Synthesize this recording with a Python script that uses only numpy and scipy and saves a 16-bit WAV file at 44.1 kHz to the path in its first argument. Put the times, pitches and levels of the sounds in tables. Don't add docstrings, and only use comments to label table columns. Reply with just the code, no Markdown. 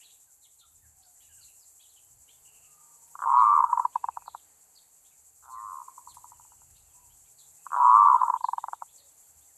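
import sys
import numpy as np
from scipy import signal
from scipy.fft import rfft, irfft, next_fast_len
from scipy.io import wavfile
from scipy.ndimage import map_coordinates

SR = 44100
rng = np.random.default_rng(int(sys.argv[2]) if len(sys.argv) > 2 else 0)


def transcribe(signal):
    frames = np.atleast_2d(signal).T
    limited = np.clip(frames, -1, 1)
    pcm = np.round(limited * 32767).astype(np.int16)
    wavfile.write(sys.argv[1], SR, pcm)


N = 422037

# time_s, firing_hz, level_db
MOTOR_REVS = [(0, 115.1, -95), (1.8, 111.1, -91.5), (2.2, 121.9, -82.5), (2.6, 150.2, -80.5),
              (3.1, 158, -82), (4.0, 135, -80), (4.6, 180.6, -87), (5.5, 135.6, -87.5), (6.2, 104.7, -78.5),
              (7.1, 112.6, -81), (7.9, 186.5, -80), (8.7, 151.9, -86), (9.57, 111.4, -88.5)]


def amp(db):
    return 10 ** (np.asarray(db) / 20)


def unit(x):
    return x / np.sqrt(np.mean(x ** 2) + 1e-20)


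def ramp(x):
    return np.clip(x, 0, 1)


def along(points, hz):
    freqs, values = np.transpose(points)
    return np.interp(np.log(hz + 1), np.log(freqs + 1), values)


def curves(rows):
    times, *columns = np.transpose(rows)
    return [np.interp(np.arange(N) / SR, times, column) for column in columns]


def wobble(rate, samples=N):
    knots = rng.standard_normal(int((samples - 1) / SR * rate) + 4)
    return map_coordinates(knots, [np.arange(samples) * rate / SR])


def add(track, start_s, sound):
    start = int(np.clip(round(start_s * SR), 0, N))
    track[start:start + len(sound)] += sound[:N - start]


def filtered(x, response):
    size = next_fast_len(N + SR // 2)
    return irfft(rfft(x, size) * response(np.fft.rfftfreq(size, 1 / SR)), size)[..., :N]


def eq(x, colour):
    return filtered(x, lambda hz: amp(along(colour, hz)))


def noise(colour):
    return unit(eq(rng.standard_normal(N), colour))


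def wide_noise(colour):
    # freq_hz, correlation
    likeness = [(4000, 0.92), (6000, 0.98), (8000, 0.86), (9500, 0.44), (11500, 0.78), (14000, 1)]

    def mid_side(hz):
        angle = np.arccos(np.clip(along(likeness, hz), 0, 1)) / 2
        return amp(along(colour, hz)) * [np.cos(angle), np.sin(angle)]

    mid, side = filtered(rng.standard_normal((2, N)), mid_side)
    return unit(np.array([mid + side, mid - side]))


def reflected(x, walls):
    return filtered(x, lambda hz: 1 + sum(amp(db) * np.exp(-2j * np.pi * hz * s) for s, db in walls))


def tree_echo(x):
    # freq_hz, t60_s
    decay = [(300, .35), (1000, 0.48), (4000, 0.42), (12000, 0.17)]
    hz, t, spectrum = signal.stft(rng.standard_normal(SR // 2), SR, nperseg=256)
    tail = signal.istft(spectrum * amp(-60 * t / along(decay, hz)[:, None]), SR, nperseg=256)[1]
    return signal.fftconvolve(x, tail / np.linalg.norm(tail))[:N]


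def low_rumble():
    # middle_s, length_s, level_db
    swells = [(.87, 0.2, -66.5), (1.412, 0.3, -74.5), (2.166, 0.14, -66.5), (2.5, .25, -72.5),
              (3.523, 0.36, -68.5), (4.15, 0.33, -74.5), (5.602, 0.28, -71.5), (6.13, 0.11, -65.5),
              (6.363, 0.11, -65.5), (6.73, .32, -64.5), (7.102, 0.28, -68), (7.879, 0.21, -70.5),
              (8.229, 0.35, -73), (9.354, 0.11, -69)]
    # freq_hz, gain_db
    colour = [(15, -35.5), (25, -18), (45, -4), (62, -10.5), (72, -1.5), (78, 3.5), (86, -7), (98, -10),
              (120, -7.5), (160, -18), (240, -26), (400, -50.5)]
    t = np.arange(N) / SR
    floor_power = amp(-81) ** 2
    swell_power = sum(amp(db) ** 2 * np.exp(-(2 * (t - s) / length) ** 2) for s, length, db in swells)
    return np.sqrt(floor_power + swell_power) * amp(-1.5 + 1.2 * wobble(3)) * noise(colour)


def garden_air():
    # freq_hz, gain_db
    colour = [(100, -22.5), (160, -7), (215, -16.5), (290, -4.5), (360, -17.5), (440, -3), (520, -10),
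              (800, -0.5), (1100, -8), (1800, -12.5), (2600, -13.5), (3800, -20), (4600, -8.5),
              (5200, -24.5), (8000, -39)]
    motor_db = curves(MOTOR_REVS)[1]
    level_db = -74.5 + 0.3 * (motor_db - motor_db.mean()) + 1.23 * wobble(3.1)
    return amp(level_db) * noise(colour)


def far_motor():
    # multiple_of_firing_rate, level_db
    orders = [(1, -3), (2, -18), (3, -11)]
    firing_hz, level_db = curves(MOTOR_REVS)
    firings = np.cumsum(firing_hz * (1 + .012 * wobble(12))) / SR
    drone = sum(amp(db + 2 * wobble(4.7)) * np.sin(2 * np.pi * order * firings) for order, db in orders)
    return amp(level_db - 1.5) * unit(drone)


def insects():
    # time_s, level_db
    strength = [(0, -58), (.6, -61), (.92, -61), (1.38, -56), (2.2, -58.5), (3.12, -55.5), (4, -59.5),
                (4.8, -60.5), (5.6, -57.5), (6.25, -54.5), (6.8, -59), (7.7, -55), (8.5, -58.5),
                (9.57, -57)]
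    # freq_hz, gain_db
    chorus_colour = [(3060, -49.5), (5200, -24), (7360, -0.5), (8120, -3), (9440, -18), (10000, -12.5),
                     (13000, -33), (22000, -120)]
    # freq_hz, gain_db
    hiss_colour = [(5290, -29.5), (9000, -8.5), (9570, -12.5), (11700, -0.5), (12400, -8), (13000, -19.5),
                   (14200, -23.5)]
    strength_db, = curves(strength)
    throb_phase = 2 * np.pi * np.cumsum(9.6 + 2 * wobble(6)) / SR
    throb_db = 1.9 * np.sin(throb_phase) * (1 + .45 * wobble(1.5)) + 1.35 * wobble(30)
    chorus = amp(strength_db - 2 + throb_db + .9 * wobble(330)) * wide_noise(chorus_colour)
    gentler_db = strength_db.mean() + .8 * (strength_db - strength_db.mean())
    hiss_db = gentler_db - 7.5 + .3 * throb_db + .7 * wobble(17) + 2 * wobble(700)
    return chorus + amp(hiss_db) * wide_noise(hiss_colour)


def bird_note(length_s, hz, db, glide, rasp, buzz=0):
    samples = int(length_s * SR)
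    t = np.arange(samples) / SR
    progress = t / t[-1]
    bend = glide * (np.sin(np.pi / 2 * progress) if glide > 0 else progress)
    roughness = rasp * (wobble(1100, samples) + .6 * wobble(200, samples))
    pitch_hz = hz * (1 + bend + roughness + buzz * np.sin(2 * np.pi * 780 * t))
    envelope = amp(db + 2.8 * wobble(200, samples)) * 2 * np.sin(np.pi * progress)
    return envelope * np.sin(2 * np.pi * np.cumsum(pitch_hz) / SR)


def small_birds():
    # start_s, pitch_hz, level_db
    chips = [(0.032, 4460, -61.5), (.416, 4290, -65), (0.583, 4430, -62), (1.404, 4900, -62),
             (1.6, 5430, -67), (1.815, 3930, -65.5), (1.885, 4340, -68.5), (1.951, 3550, -67),
             (3.368, 4720, -62), (4.252, 4660, -60.5), (4.35, 4190, -69.5), (4.746, 4830, -61.5),
             (5.505, 4550, -73), (6.076, 4590, -61), (7.374, 4574, -64), (8.424, 4730, -58.5),
             (8.968, 4850, -65)]
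    # start_s, pitch_hz, level_db
    buzzes = [(0, 2400, -63), (.084, 3000, -64.5), (1.016, 3600, -70.5), (1.196, 2900, -68.5),
              (1.79, 2900, -64.5), (2.275, 2650, -62), (3.918, 2800, -71), (5.041, 2900, -70.5),
              (6.745, 3200, -69), (7.089, 2600, -72.5), (7.238, 2800, -75.5), (7.743, 2900, -70),
              (7.885, 2900, -67.5), (8.03, 2900, -66.5), (8.168, 2900, -69), (8.364, 2850, -68),
              (8.565, 2850, -67), (8.72, 2900, -72), (8.871, 2900, -70), (9.4, 2920, -75.5)]
    # start_s, length_s, first_hz, level_db
    runs = [(1.203, 0.29, 2954, -72.5), (2.443, .23, 2874, -67.5), (3.929, .3, 2720, -74.5),
            (6.312, 0.73, 2990, -81), (7.57, 0.15, 2670, -78)]
    # start_s, pitch_hz, level_db
    slurs = [(0.262, 1690, -79), (.611, 1470, -74), (.816, 1920, -72.5), (1.026, 1710, -79),
             (1.28, 1830, -73), (1.36, 1700, -73), (5.55, 2120, -68)]
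    # start_s, length_s, start_hz, end_hz, level_db
    far_calls = [(0.917, 0.22, 793, 708, -74.5), (2.62, 0.45, 1244, 1138, -73),
                 (2.649, 0.71, 918, 928, -74.5), (6.906, 0.19, 1002, 950, -72),
                 (8.6, 0.111, 1880, 2080, -75), (8.9, 0.22, 520, 568, -76)]
    pipe_every_s, run_sink_hz_per_s, chatter_count = .085, 400, 45
    chip_s, chip_shape = .058, dict(glide=-.25, rasp=.05)
    out = np.zeros(N)
    for s, hz, db in chips:
        add(out, s, bird_note(chip_s, hz, db, **chip_shape))
    for s, hz, db in buzzes:
        add(out, s, bird_note(.054, hz, db, glide=.35, rasp=.045, buzz=.17))
    for s, length_s, hz, db in runs:
        for age in np.arange(0, length_s, pipe_every_s):
            add(out, s + age, bird_note(.072, hz - run_sink_hz_per_s * age, db, glide=-.055, rasp=.04))
    for s, hz, db in slurs:
        add(out, s, bird_note(.0637, hz, db, glide=-.216, rasp=.023))
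    for s, length_s, start_hz, end_hz, db in far_calls:
        add(out, s, bird_note(length_s, start_hz, db, glide=end_hz / start_hz - 1, rasp=.032))
    chatter_s = rng.uniform(0, N / SR, chatter_count)
    for s, (detune, size) in zip(chatter_s, rng.standard_normal((chatter_count, 2))):
        add(out, s, bird_note(chip_s, 3080 * np.exp(.35 * detune), -82 + 2 * size, **chip_shape))
    return amp(-2.5) * out + amp(-8.5) * tree_echo(out)


def claws():
    # start_s, level_db
    ticks = [(3.0762, -49), (6.1431, -43), (6.7039, -50.5)]
    # freq_hz, gain_db
    colour = [(300, -16.5), (1800, -2), (3000, -8), (5000, -3), (10000, 9.5), (14000, -2)]
    t60_s = .11
    out, t = np.zeros(N), np.arange(SR // 10) / SR
    for s, db in ticks:
        add(out, s, amp(db - 10 - 60 * t / t60_s) * rng.standard_normal(len(t)))
    return eq(out, colour)


def add_puff(track, peak_s, db, hz, rise_s, phase, fall_s, sag_hz):
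    t = np.arange(-SR // 50, SR // 50) / SR
    lead_in = amp(-23)
    swell = (1 - lead_in) * np.exp(-(t / (.64 * rise_s)) ** 2) + lead_in * np.exp(-(t / .008) ** 2)
    envelope = np.where(t < 0, swell, 1 / np.cosh(t / fall_s))
    cycles = np.cumsum(hz - sag_hz * np.tanh(t / .0052)) / SR
    tone = np.cos(phase + 2 * np.pi * (cycles - cycles[t >= 0][0]))
    add(track, peak_s + t[0], amp(db) * envelope * tone)


def trill(rows, fall_s, sag_hz):
    stumble_s, scatter_db, slip_rad = .0003, 2.4, .7
    s, rate, throat_hz, puff_hz, level_db, rises = np.transpose(rows)
    t = np.arange(s[0], s[-1], 1 / SR)
    beats = np.cumsum(np.interp(t, s, rate)) / SR
    puff_times = np.interp(np.arange(beats[-1] % 1, beats[-1] + 1 / 2), beats, t)
    unsteadiness = .08 + np.exp(-((puff_times - s[0]) / .11) ** 2)
    jitter = rng.standard_normal((len(puff_times), 3)) * unsteadiness[:, None]
    throat_phase = 2 * np.pi * np.cumsum(np.interp(t, s, throat_hz)) / SR
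    out = np.zeros(N)
    for due_s, (late, size, slip) in zip(puff_times, jitter):
        at = due_s + stumble_s * late
        phase = np.interp(at, t, throat_phase) + slip_rad * slip
        db, hz, rise_s = (np.interp(at, s, column) for column in (level_db, puff_hz, rises))
        add_puff(out, at, db + scatter_db * size, hz, rise_s, phase, fall_s, sag_hz)
    return out


def pops(peak_s, level_db, pitch_hz, rise_s, fall_s, sag_hz):
    out = np.zeros(N)
    for s, db, hz, rise in np.broadcast(peak_s, level_db, pitch_hz, rise_s):
        add_puff(out, s, db, hz, rise, rng.uniform(0, 2 * np.pi), fall_s, sag_hz)
    return out


def answering_dove():
    # time_s, puffs_per_s, throat_hz, puff_hz, level_db, rise_s
    rattle = [(5.425, 134.7, 987, 1060, -57.5, 0.0011), (5.49, 123.4, 1057, 990, -41, 0.0018),
              (5.55, 114.8, 1022, 1056, -32, 0.0079), (5.62, 107.5, 1076, 1070, -33.5, 0.0038),
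              (5.69, 98.9, 1024, 1074, -31, 0.0061), (5.75, 73.3, 1072, 1060, -31, 0.0059),
              (5.8184, 62.8, 1020, 1037, -32, 0.0033)]
    # peak_s, level_db
    closing_pops = [(5.8849, -32.5), (5.9821, -34.5), (6.0758, -35), (6.1717, -37.5), (6.2447, -37),
                    (6.3213, -40.5), (6.3991, -45), (6.452, -52), (6.5213, -49), (6.619, -53.5)]
    # freq_hz, gain_db
    colour = [(300, -25.5), (600, 0), (800, 1), (1100, -6.5), (1350, 13.5), (1700, 11), (2300, -16)]
    # delay_s, gain_db
    walls = [(.0048, -22.5), (0.0113, -9.5), (0.0236, -41)]
    s, db = np.transpose(closing_pops)
    age = s - s[0]
    pitch_hz = 1037 - 114 * age
    rise_s = .006 * np.exp(-age / .5)
    voice = trill(rattle, fall_s=.0016, sag_hz=7.8)
    voice += amp(.9) * pops(s, db, pitch_hz, rise_s, fall_s=.0016, sag_hz=25.8)
    voice = reflected(eq(voice, colour), walls)
    return amp(1.8) * voice + amp(-13) * tree_echo(voice)


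def nearest_coo(s):
    # start_s, hum_db, octave_db
    coos = [(3.155, -28.5, -27.5), (7.663, -25, -39)]
    start_s, hum_db, octave_db = np.transpose(coos)
    which = np.argmin(np.abs(np.subtract.outer(s, start_s + 1 / 2)), axis=-1)
    return s - start_s[which], hum_db[which], octave_db[which]


def throat_fullness(age):
    swell_start_s, swell_s, empty_start_s, empty_s = .094, .055, .78, .26
    return ramp((age - swell_start_s) / swell_s) * ramp(1 - (age - empty_start_s) / empty_s)


def throat_hum(age, level_db):
    hold_s, fade_db_per_s, end_s, release_s = .43, 43, .715, .018
    hum = noise([(600, -64), (880, -9.5), (935, 9.5), (1000, -11), (1200, -11), (1320, -15.5),
                 (1450, -35), (2200, -60)])
    gate = throat_fullness(age) ** 2 * ramp((end_s - age) / release_s)
    return gate * amp(level_db - fade_db_per_s * np.maximum(age - hold_s, 0)) * hum


def near_pops():
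    # peak_s, level_db
    puffs = [(3.1549, -31.5), (3.192, -31), (3.2041, -34), (3.2211, -24.5), (3.226, -23.5), (3.2393, -21.5),
             (3.247, -24), (3.6271, -17.5), (3.6427, -9.5), (3.732, -10), (3.777, -15), (3.7991, -12),
             (3.8543, -11.5), (3.96, -13), (4.0437, -16), (4.0881, -17), (4.1728, -21.5), (4.2227, -43.5),
             (4.2615, -45), (4.2807, -27), (4.3495, -25.5), (7.667, -29), (7.7062, -38), (7.72, -26),
             (7.7327, -19.5), (7.7438, -18.5), (7.7516, -19.5), (8.2182, -9.5), (8.2356, -10.5),
             (8.284, -15), (8.302, -11.5), (8.3414, -13), (8.3636, -20), (8.4107, -29), (8.4458, -13),
             (8.489, -16), (8.535, -16), (8.583, -17.5), (8.6415, -20), (8.6851, -22.5), (8.7332, -20),
             (8.8227, -23)]
    fresh_hz, spent_hz, spend_s = 1075, 916, .64
    sharp_rise_s, round_rise_s = .00105, .0041
    s, db = np.transpose(puffs)
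    age = nearest_coo(s)[0]
    fullness = throat_fullness(age)
    pitch_hz = spent_hz + (fresh_hz - spent_hz) * np.exp(-(age / spend_s) ** 2)
    rise_s = sharp_rise_s + (round_rise_s - sharp_rise_s) * fullness
    bodies = pops(s, db - .42, pitch_hz, rise_s, fall_s=.0015, sag_hz=60.2)
    snap_db = db - 26 - 8 * fullness
    snaps = pops(s - .9 * rise_s, snap_db, pitch_hz=1620, rise_s=.0012, fall_s=.00092, sag_hz=39.8)
    return bodies + snaps


def near_dove():
    # time_s, puffs_per_s, throat_hz, puff_hz, level_db, rise_s
    first_rattle = [(3.256, 135, 1197, 980, -16, .0022), (3.31, 140, 1209, 1006, -11.5, 0.0035),
                    (3.40, 114, 1238, 1048, -9.5, 0.0028), (3.45, 109, 1185, 1097, -10, 0.0035),
                    (3.51, 100, 1163, 1105, -13, 0.0064), (3.55, 80, 1171, 1122, -11.5, 0.0043),
                    (3.6064, 70, 1171, 1040, -9.5, 0.0032)]
    last_rattle = [(7.762, 130.8, 1130, 965, -18, 0.00072), (7.815, 136, 1115, 999, -15, 0.0027),
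                   (7.838, 120.5, 1108, 1022, -9, 0.0032), (7.925, 115.1, 1100, 1035, -6.5, .0036),
                   (7.969, 103.6, 1168, 1094, -7, 0.0029), (8.05, 96.5, 1150, 1090, -10, 0.0066),
                   (8.092, 67.64, 1160, 1064, -6, 0.0028), (8.1634, 62, 1080, 978.5, -8, 0.0064)]
    # freq_hz, gain_db
    throat = [(200, -27), (450, -10.5), (700, -3), (1000, 0), (1400, 9), (1750, 1), (2100, -13),
              (2600, -7.5), (4000, -16)]
    # delay_s, gain_db
    cage = [(.00513, -11.5), (0.0098, -22), (0.0188, -30.5)]
    age, hum_db, octave_db = nearest_coo(np.arange(N) / SR)
    trills = sum(trill(rows, fall_s=.0017, sag_hz=30) for rows in (first_rattle, last_rattle))
    source = amp(-2.5) * trills + throat_hum(age, hum_db) + near_pops()
    swing = signal.hilbert(source, next_fast_len(N))[:N]
    octave = amp(octave_db) * np.real(swing ** 2)
    octave = eq(octave, [(1800, -4.5), (2100, -3.5), (2350, 5.5), (2700, -4)])
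    turbulence = noise([(100, -24), (200, -14), (350, -13.5), (700, 1.5), (1600, -4.5), (2500, -13.5),
                        (4000, -29.5), (8000, -59.5)])
    rasp = amp(-45) * np.abs(swing) * turbulence
    voice = reflected(eq(source, throat) + octave, cage) + rasp
    return voice + amp(-35.5) * tree_echo(voice)


def scene():
    birds = near_dove() + answering_dove() + small_birds() + claws()
    return birds + far_motor() + low_rumble() + garden_air() + insects()


def record(dry):
    top_hz = 14300
    return filtered(dry, lambda hz: hz < top_hz)


dry = scene()
out = record(dry)
transcribe(out)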